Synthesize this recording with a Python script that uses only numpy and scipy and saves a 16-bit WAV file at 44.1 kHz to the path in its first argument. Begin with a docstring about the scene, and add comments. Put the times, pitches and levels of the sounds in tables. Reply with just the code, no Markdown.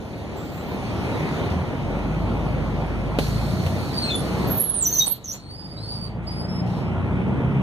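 """Inside a city bus creeping through traffic, a phone's two microphone ports at a window seat.
All around, the engine booms and drones under tyre roar, with street hiss from outside.
An air valve pops and hisses, then a rubbing part, probably a brake, squeals in sliding, broken
stick-slip tones that ring in the cabin. The bus goes quiet for a moment and pulls away again."""
import sys
import numpy as np
from scipy import signal
from scipy.fft import rfft, irfft, next_fast_len
from scipy.io import wavfile
from scipy.ndimage import uniform_filter1d, map_coordinates

SR = 44100
rng = np.random.default_rng(int(sys.argv[2]) if len(sys.argv) > 2 else 0)


def write(x):
    x = np.atleast_2d(x).T
    wavfile.write(sys.argv[1], SR, np.round(np.clip(x, -1, 1) * 32767).astype(np.int16))


N = 336042

# how alike noise is on left and right: f/Hz, likeness/0-1
STEREO_LIKENESS = [(60, 0.93), (300, 0.61), (900, 0.9), (2400, 0.92), (5000, 0.56), (12000, 0.67)]
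# reverberation of the cabin: f/Hz, t60/s
CABIN_DECAY = [(200, 0.12), (4000, 0.25), (13000, 0.12)]
# how hard the bus drives; roar, hiss, drone and boom follow it: t/s, level/dB (all levels are relative)
EFFORT_CURVE = [(0.0, -39.5), (0.55, -36), (1.05, -29), (1.45, -29), (1.65, -32), (2.5, -32), (3.95, -33),
                (4.52, -28), (4.65, -40), (5.0, -40), (5.2, -50.5), (5.7, -46), (6.9, -33), (7.62, -32)]
# hiss from the street outside: f/Hz, level/dB
STREET_SPECTRUM = [(800, -42.5), (1800, -10), (3000, 0.5), (4300, 2), (5200, -6.5), (6300, -6), (8000, -15),
                   (11000, -12), (12100, -16), (14200, -19)]
# spells of that hiss: t/s, length/s, level/dB
STREET_SPELLS = [(0, 1.47, -47), (1.499, 3.9, -51.5), (6.66, 0.14, -50)]
# tyre and engine roar at the seat: f/Hz, level/dB
ROAD_SPECTRUM = [(60, -19.5), (180, -3), (300, -0.5), (480, -3.5), (850, -6.5), (1250, -14), (1420, -13.5),
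                 (1560, -19), (1850, -17), (2350, -14.5), (2750, -22.5), (3200, -25), (4200, -38.5),
                 (7000, -46.5), (11000, -48), (12300, -57.5)]
# firing rate of the engine: t/s, f/Hz
FIRING_RATE = [(0, 35.9), (1.3, 37.1), (1.7, 43.23), (2.23, 54.1), (2.65, 50.12), (3.15, 51.56),
               (3.65, 61.04), (4.45, 62.9), (5.0, 50.9), (5.5, 49.23), (6.45, 58.59), (7.0, 62.03),
               (7.62, 68.42)]
# the cabin booms where the firing note meets its air modes: f/Hz, level/dB
BOOM_RESPONSE = [(36, -30), (44, -19), (47.5, -5), (57, 0.5), (60, -14), (63.4, -4.5), (68, -21)]
# engine orders: multiple of the firing rate, level/dB
DRONE_ORDERS = [(1.5, -11.5), (2, -7), (2.5, -10), (3, -5.5), (4, -18.5), (6, -14.5), (10.5, -23)]
# rumble of the panels that the engine shakes: f/Hz, level/dB
PANEL_SPECTRUM = [(25, -37), (50, -23.5), (75, -4), (100, -3), (140, -1), (200, -3), (270, -10),
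                  (400, -25.5), (800, -76)]
# panels shuddering at an engine order: t/s, multiple of the firing rate, level/dB, half length/s
PANEL_SHUDDERS = [(1.555, 2, -25.5, 0.059), (1.588, 4.5, -30, 0.061), (3.346, 2, -30.5, 0.062),
                  (3.403, 2.5, -33.5, 0.24), (3.517, 10.5, -44, 0.17), (3.71, 1.5, -28.5, 0.15),
                  (5.963, 2, -38.5, 0.18), (6.628, 3, -33.5, 0.18), (7.018, 1.5, -30.5, 0.18),
                  (7.528, 2, -30.5, 0.15)]
# knocks of the valve and body: t/s, level/dB, t60 of the thud/s
KNOCK_EVENTS = [(3.187, -17.5, 0.067), (3.664, -28, 0.1094), (5.068, -33, 0.24), (5.34, -39.5, 0.2)]
# thud of a knock: f/Hz, level/dB
THUD_SPECTRUM = [(80, -22), (250, -4), (800, -2.5), (1500, -16.5), (2500, -10.5), (4200, -17), (5500, -28),
                 (14000, -30)]
# panels ringing after a knock: f/Hz, level/dB, t60/s
PANEL_MODES = [(290, -3, .035), (542, 0, 0.053), (784, -7.5, 0.07)]
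# air jet of the valve: f/Hz, level/dB
JET_SPECTRUM = [(1200, -30.5), (2300, -3), (3200, -5), (3900, 2), (4350, 7.5), (4750, -2.5), (5300, -5),
                (6200, -6), (8000, -10.5), (11500, -9.5), (13000, -10.5), (14300, -19.5)]
# friction noise of the pads: f/Hz, level/dB
SCRAPE_SPECTRUM = [(2200, -3.5), (3000, 5), (4300, 6.5), (5300, -8), (7600, -1.5), (12000, -12)]
# narrow resonances of the rubbing part: f/Hz, level/dB
BRAKE_MODES = [(4221, -8.5), (5154, -16), (9165, -13), (10378, -11.5), (11266, -10), (13101, -10)]
# the ports hear each pitch of the squeal differently: f/Hz, left minus right/dB
SQUEAL_BALANCE = [(4200, 2), (5000, -6.5), (6100, -1.5), (10000, -8.5)]
# grabs of the brake: t/s, length/s, first f/Hz, last f/Hz, level/dB, roughness (0 pure, 1 and up a rasp)
BRAKE_SQUEAKS = [ (.36, 0.26, 7400, 7350, -55, 0.28), (.36, .4, 14280, 14230, -62, .08),
                 (3.928, .04, 4850, 4700, -32.5, .4), (3.97, .056, 4580, 4510, -29.5, .22),
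                 (4.022, .07, 4250, 4190, -24.5, .26), (4.029, 0.1, 2780, 2470, -39, .85),
                 (4.086, 0.028, 4073, 4030, -33, 1.3), (4.097, .055, 3570, 3470, -27, .4),
                 (4.144, 0.072, 10000, 10120, -37, 0.27), (4.47, 0.038, 13050, 12360, -31.5, 0.45),
                 (4.502, 0.031, 11670, 11760, -26.5, 0.18), (4.528, 0.043, 13100, 13100, -27, 0.14),
                 (4.568, 0.024, 13150, 13100, -21.5, .05), (4.589, 0.063, 11350, 11320, -25, 0.39),
                 (4.655, 0.027, 10600, 10350, -25.5, 0.31), (4.682, 0.027, 10650, 10300, -21.5, 0),
                 (4.859, .17, 13540, 13480, -27.5, .15), (4.93, 0.2, 12840, 13100, -34.5, 1),
                 (4.903, .08, 4390, 4350, -37.5, .25), (4.985, .165, 4440, 4310, -38.5, .55),
                 (4.997, 0.034, 3800, 3780, -20, 0.22), (5.059, 0.037, 7740, 11300, -26, 1.3),
                 (5.101, 0.023, 12500, 12520, -19.5, 0.23), (5.16, 0.07, 4100, 3900, -54, .9),
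                 (5.238, .066, 6650, 5750, -35, .9), (5.27, 0.082, 13100, 13200, -44.5, 0.58),
                 (5.299, 0.051, 5540, 7260, -33.5, 1.06), (5.32, 0.15, 4370, 4310, -47, 0.72),
                 (5.457, 0.11, 4220, 4900, -43, 0.053), (5.569, .22, 4870, 4770, -43, .25),
                 (5.79, .2, 4880, 4900, -42, .2), (5.768, .055, 3990, 4130, -43, .22),
                 (5.82, .058, 4400, 4420, -41.5, .42), (5.877, .115, 4650, 4740, -36.5, .37),
                 (6.003, .055, 4740, 4700, -36.5, .27), (6.055, .022, 4600, 4560, -39.5, .3),
                 (6.265, .19, 4872, 4905, -36.5, .08), (6.48, .125, 5145, 5170, -38, .09),
                 (6.578, .028, 4895, 4885, -42, .12), (6.62, 0.28, 5160, 5150, -56, .1), ]
# the brake's one long, sliding squeal: t/s, f/Hz, level/dB, roughness/0-1
BRAKE_SLIDE = [(4.729, 10100, -30, 0.55), (4.755, 9520, -26, 0.2), (4.79, 9170, -24, 0.06),
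               (4.806, 8450, -31.5, 0.78), (4.823, 7360, -20.5, 0.53), (4.843, 7140, -26.5, 0.7),
               (4.852, 5860, -25, 0.1), (4.871, 5970, -17, 0), (4.885, 6040, -30.5, 0.6),
               (4.918, 6200, -33, 0.5), (4.926, 6430, -22, 0.2), (4.955, 6010, -29, 0.7),
               (4.985, 6130, -22.5, 0.5), (5.0, 5960, -13.5, 0.17), (5.013, 5960, -34, 0.22),
               (5.05, 5970, -37, 0.64)]

CRUISE_DB, CRUISE_HZ = -31, 53  # effort and firing rate of steady driving
SQUEAK_ATTACK_S, SQUEAK_FALL_DB_PER_S, SQUEAK_TAIL_S = 0.013, 1000, 0.05


def amp(db):
    """Decibels to gain."""
    return 10 ** (np.asarray(db) / 20)


def unit(x):
    """Scale to rms 1."""
    return x / np.sqrt(np.mean(x ** 2) + 1e-20)


def along(points, hz):
    """Read (f/Hz, value) points on a log frequency axis."""
    f, values = np.transpose(points)
    return np.interp(np.log(hz + 1), np.log(f + 1), values)


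def curves(rows, t=np.arange(N) / SR):
    """Each column after the time, at the times t."""
    times, *columns = np.transpose(rows)
    return [np.interp(t, times, column) for column in columns]


def wobble(rate, size=N):
    """A smooth random curve, rate knots a second."""
    knots = rng.standard_normal(int(size * rate / SR) + 4)
    return map_coordinates(knots, [np.arange(size) * rate / SR])


def held(age, length, attack_s, fall_db_per_s):
    """Attack, hold and release of a sound that is age seconds old."""
    return np.clip(age / attack_s, 0, 1) * amp(-fall_db_per_s * np.maximum(age - length, 0))


def filtered(x, response):
    """Pass x through a frequency response."""
    size = next_fast_len(N + 8192)
    return irfft(rfft(x, size) * response(np.fft.rfftfreq(size, 1 / SR)), size)[..., :N]


def phase_bands(hz, centred_below_hz=1050, lag_s=0.000382, right_lean=0.4):
    """Left and right treble go in and out of phase in alternating bands, wide and leaning right."""
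    turn = 2 * np.pi * np.maximum(hz - centred_below_hz, 0) * lag_s
    return np.cos(turn) - 1j * right_lean * np.sin(turn)


def widened(x):
    """Treble sounds wide, out of step between left and right; lower sound stays centred."""
    half_each_way = np.array([[0.5j], [-0.5j]])
    return filtered(x, lambda hz: np.exp(half_each_way * np.unwrap(np.angle(phase_bands(hz)))))


def rush(spectrum, patchy_db):
    """Noise of rms 1 with patches of random gain, partly alike on left and right."""
    bins = signal.stft(rng.standard_normal((2, N)), nperseg=512)[2]
    patches = uniform_filter1d(rng.standard_normal(bins.shape[1:]), 5, 0)
    patches = unit(uniform_filter1d(patches, 12, 1))
    pair = signal.istft(bins * amp(patchy_db * patches), nperseg=512)[1][:, :N]

    def mid_and_side(hz):
        likeness = along(STEREO_LIKENESS, hz) * np.abs(phase_bands(hz))
        spread = np.arccos(np.clip(likeness, -1, 1)) / 2
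        return amp(along(spectrum, hz)) * [np.cos(spread), np.sin(spread)]

    mid, side = filtered(pair, mid_and_side)
    return unit(np.array([mid + side, mid - side]))


def cabin(x):
    """Glass and panels around the seat answer with a short, dense tail, different at each port."""
    mid, side = rng.standard_normal((2, SR // 2))
    hz, t, bins = signal.stft(np.array([mid + side, mid - side]), SR, nperseg=256)
    decay = amp(-60 * t / along(CABIN_DECAY, hz)[:, None])
    tail = signal.istft(bins * decay, SR, nperseg=256)[1]
    return signal.fftconvolve(x, tail / np.linalg.norm(tail[0]), axes=1)[:, :N]


def placed(x, pan_db):
    """Share a sound between left and right; positive is to the left."""
    return x * np.array([np.atleast_1d(amp(pan_db / 2)), np.atleast_1d(amp(-pan_db / 2))])


def street(effort_db, level_db=1, growth=0.71):
    """Spells of hiss from outside, slightly to the right, growing with effort."""
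    t = np.arange(N) / SR
    hiss = placed(rush(STREET_SPECTRUM, patchy_db=2), pan_db=-1.5)
    spells = sum(amp(db) * held(t - start, length, attack_s=0.0038, fall_db_per_s=173)
                 for start, length, db in STREET_SPELLS)
    return hiss * spells * amp(level_db + growth * (effort_db - CRUISE_DB))


def road(firings, effort_db, level_db=2, throb=0.098):
    """Tyre and engine roar, throbbing with the firings."""
    roar = rush(ROAD_SPECTRUM, patchy_db=1.56) * (1 + throb * np.cos(2 * np.pi * firings))
    return roar * amp(effort_db + level_db)


def engine(firing_hz, firings, effort_db, unsteady_db=3, drift_cycles=0.019):
    """The firing note booms in the cabin; unsteady higher orders and shaken panels drone above it."""
    push_db = effort_db - CRUISE_DB
    boom_db = -26 + 1.27 * push_db + along(BOOM_RESPONSE, firing_hz)
    drone_db = -26.5 + 0.81 * push_db + 0.26 * (firing_hz - CRUISE_HZ)
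    boom = unit(np.sin(2 * np.pi * firings))
    orders = np.zeros(N)
    for order, db in DRONE_ORDERS:
        gain = amp(db + unsteady_db * wobble(7.4))
        orders += gain * np.sin(2 * np.pi * (order * firings + drift_cycles * wobble(14)))
    drone = amp(-4) * unit(orders) + rush(PANEL_SPECTRUM, patchy_db=-0.5)
    return boom * amp(boom_db) + drone * amp(drone_db)


def throttle(coast_start_s=3.6, coast_s=1.54, coast_db=-4.5):
    """Gain of the engine: it eases off for the braking and comes back."""
    age = np.arange(N) / SR - coast_start_s
    coasting = held(age, coast_s, attack_s=0.35, fall_db_per_s=49)
    return amp(coast_db * coasting)


def shudders(firings):
    """Single engine orders swell and fade as they pass through the panels' resonances."""
    t = np.arange(N) / SR
    out = np.zeros(N)
    for peak_s, order, db, half_s in PANEL_SHUDDERS:
        swell = amp(db) * np.exp(-((t - peak_s) / half_s) ** 2)
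        out += swell * np.sqrt(2) * np.sin(2 * np.pi * order * firings)
    return out


def knocks():
    """Dull blows: a thud and a short ring of the damped body."""
    t = np.arange(N) / SR
    blows = sum((t >= start) * amp(db - 60 * np.abs(t - start) / t60) for start, db, t60 in KNOCK_EVENTS)
    thuds = blows * rush(THUD_SPECTRUM, patchy_db=0)
    ring = sum(amp(db - 60 * t / t60) * np.sin(2 * np.pi * hz * t) for hz, db, t60 in PANEL_MODES)
    return thuds + sum(amp(db) * np.interp(t - start, t, ring) for start, db, _ in KNOCK_EVENTS)


def air_valve(open_s=3.186, hold_s=1.306, level_db=-42.5, surge_db=8, surge_s=0.12, sputter_db=0.9):
    """Slightly to the right, stored pressure surges out, sputters and dies away as the valve shuts."""
    age = np.maximum(np.arange(N) / SR - open_s, 0)
    jet = placed(rush(JET_SPECTRUM, patchy_db=1.7), pan_db=-2)
    opening = held(age, hold_s, attack_s=0.0051, fall_db_per_s=78)
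    flow_db = level_db + surge_db * np.exp(-age / surge_s) + sputter_db * wobble(16)
    return jet * opening * amp(flow_db)


def scrape(squeals, level_db=-31):
    """Friction noise of the pads under the squeals; it swells and fades more gently than they do."""
    power = np.abs(uniform_filter1d(np.mean(squeals ** 2, axis=0), SR // 10))
    return amp(level_db) * rush(SCRAPE_SPECTRUM, patchy_db=1.5) * power ** (1 / 3)


def brake_ring(x, width_hz=22):
    """The rubbing part rings on wherever the squeal touches one of its modes."""
    mode = lambda f, hz: 1j * f * width_hz / (hz * hz - f * f + 1j * f * width_hz)
    return filtered(x, lambda f: sum(amp(db) * mode(f, hz) for hz, db in BRAKE_MODES))


def stick_slip(index, pitch_hz, gain, rough, waver=0.015, scatter=0.026, rasp_db=0.5):
    """A squeal with weak overtones; a rough contact scatters its pitch, makes it chatter and rasp."""
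    jitter = lambda rate: rough * wobble(rate, size=len(index))

    def overtone(k, db):
        in_band = k * pitch_hz < SR / 2
        return in_band * amp(db + rasp_db * rough) * np.sin(k * phase + 2 * jitter(600))

    wander = waver * jitter(55)
    scattering = scatter * (0.7 * rough * jitter(2000) + 0.85 * jitter(650))
    hz = pitch_hz * (1 + wander + scattering)
    phase = 2 * np.pi * np.cumsum(hz) / SR
    chatter = 1 + np.tanh(1.5 * jitter(380)) + 0.33 * jitter(1400)
    tone = np.sin(phase) + overtone(2, db=-18) + overtone(3, db=-35)
    out = np.zeros((2, N))
    out[:, index] = placed(np.sqrt(2) * gain * chatter * tone, along(SQUEAL_BALANCE, hz))
    return out


def brake_squeak(start, length, first_hz, last_hz, db, rough, sag_db=2.5, flutter_db=2.5):
    """One grab of the brake: it catches, glides, flutters as the pads press unevenly, sags and lets go."""
    index = np.arange(int(start * SR), int((start + length + SQUEAK_TAIL_S) * SR))
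    age = (index - index[0]) / SR
    progress = np.minimum(age / length, 1)
    pitch_hz = first_hz * (last_hz / first_hz) ** progress
    level_db = db - sag_db * progress + flutter_db * wobble(58, size=len(index))
    gain = amp(level_db) * held(age, length, SQUEAK_ATTACK_S, SQUEAK_FALL_DB_PER_S)
    return stick_slip(index, pitch_hz, gain, rough)


def brake_slide(level_db=1.5):
    """The long squeal sinks roughly, catches on a lower pitch and swells where it rings clean."""
    start, end = BRAKE_SLIDE[0][0], BRAKE_SLIDE[-1][0]
    index = np.arange(int(start * SR), int((end + SQUEAK_TAIL_S) * SR))
    pitch_hz, db, rough = curves(BRAKE_SLIDE, index / SR)
    contact = held(index / SR - start, end - start, SQUEAK_ATTACK_S, SQUEAK_FALL_DB_PER_S)
    return stick_slip(index, pitch_hz, amp(db + level_db) * contact, rough)


def scene(squeal_db=-1, cabin_db=-9):
    """Bus, street and brake as heard from the window seat."""
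    firing_hz, effort_db = curves(FIRING_RATE)[0], curves(EFFORT_CURVE)[0]
    firings = np.cumsum(firing_hz) / SR
    drive = throttle() * engine(firing_hz, firings, effort_db) + shudders(firings)
    background = drive + road(firings, effort_db) + street(effort_db)
    valve_and_knocks = air_valve() + knocks()
    squeals = amp(squeal_db) * (brake_slide() + sum(brake_squeak(*row) for row in BRAKE_SQUEAKS))
    squeals = squeals + brake_ring(squeals)
    squeals = squeals + amp(cabin_db) * cabin(squeals)
    return widened(background + valve_and_knocks + squeals + scrape(squeals))


def record(dry, top_hz=14400):
    """The phone keeps nothing above its band limit."""
    return filtered(dry, lambda hz: hz < top_hz)


dry = scene()
out = record(dry)
write(out)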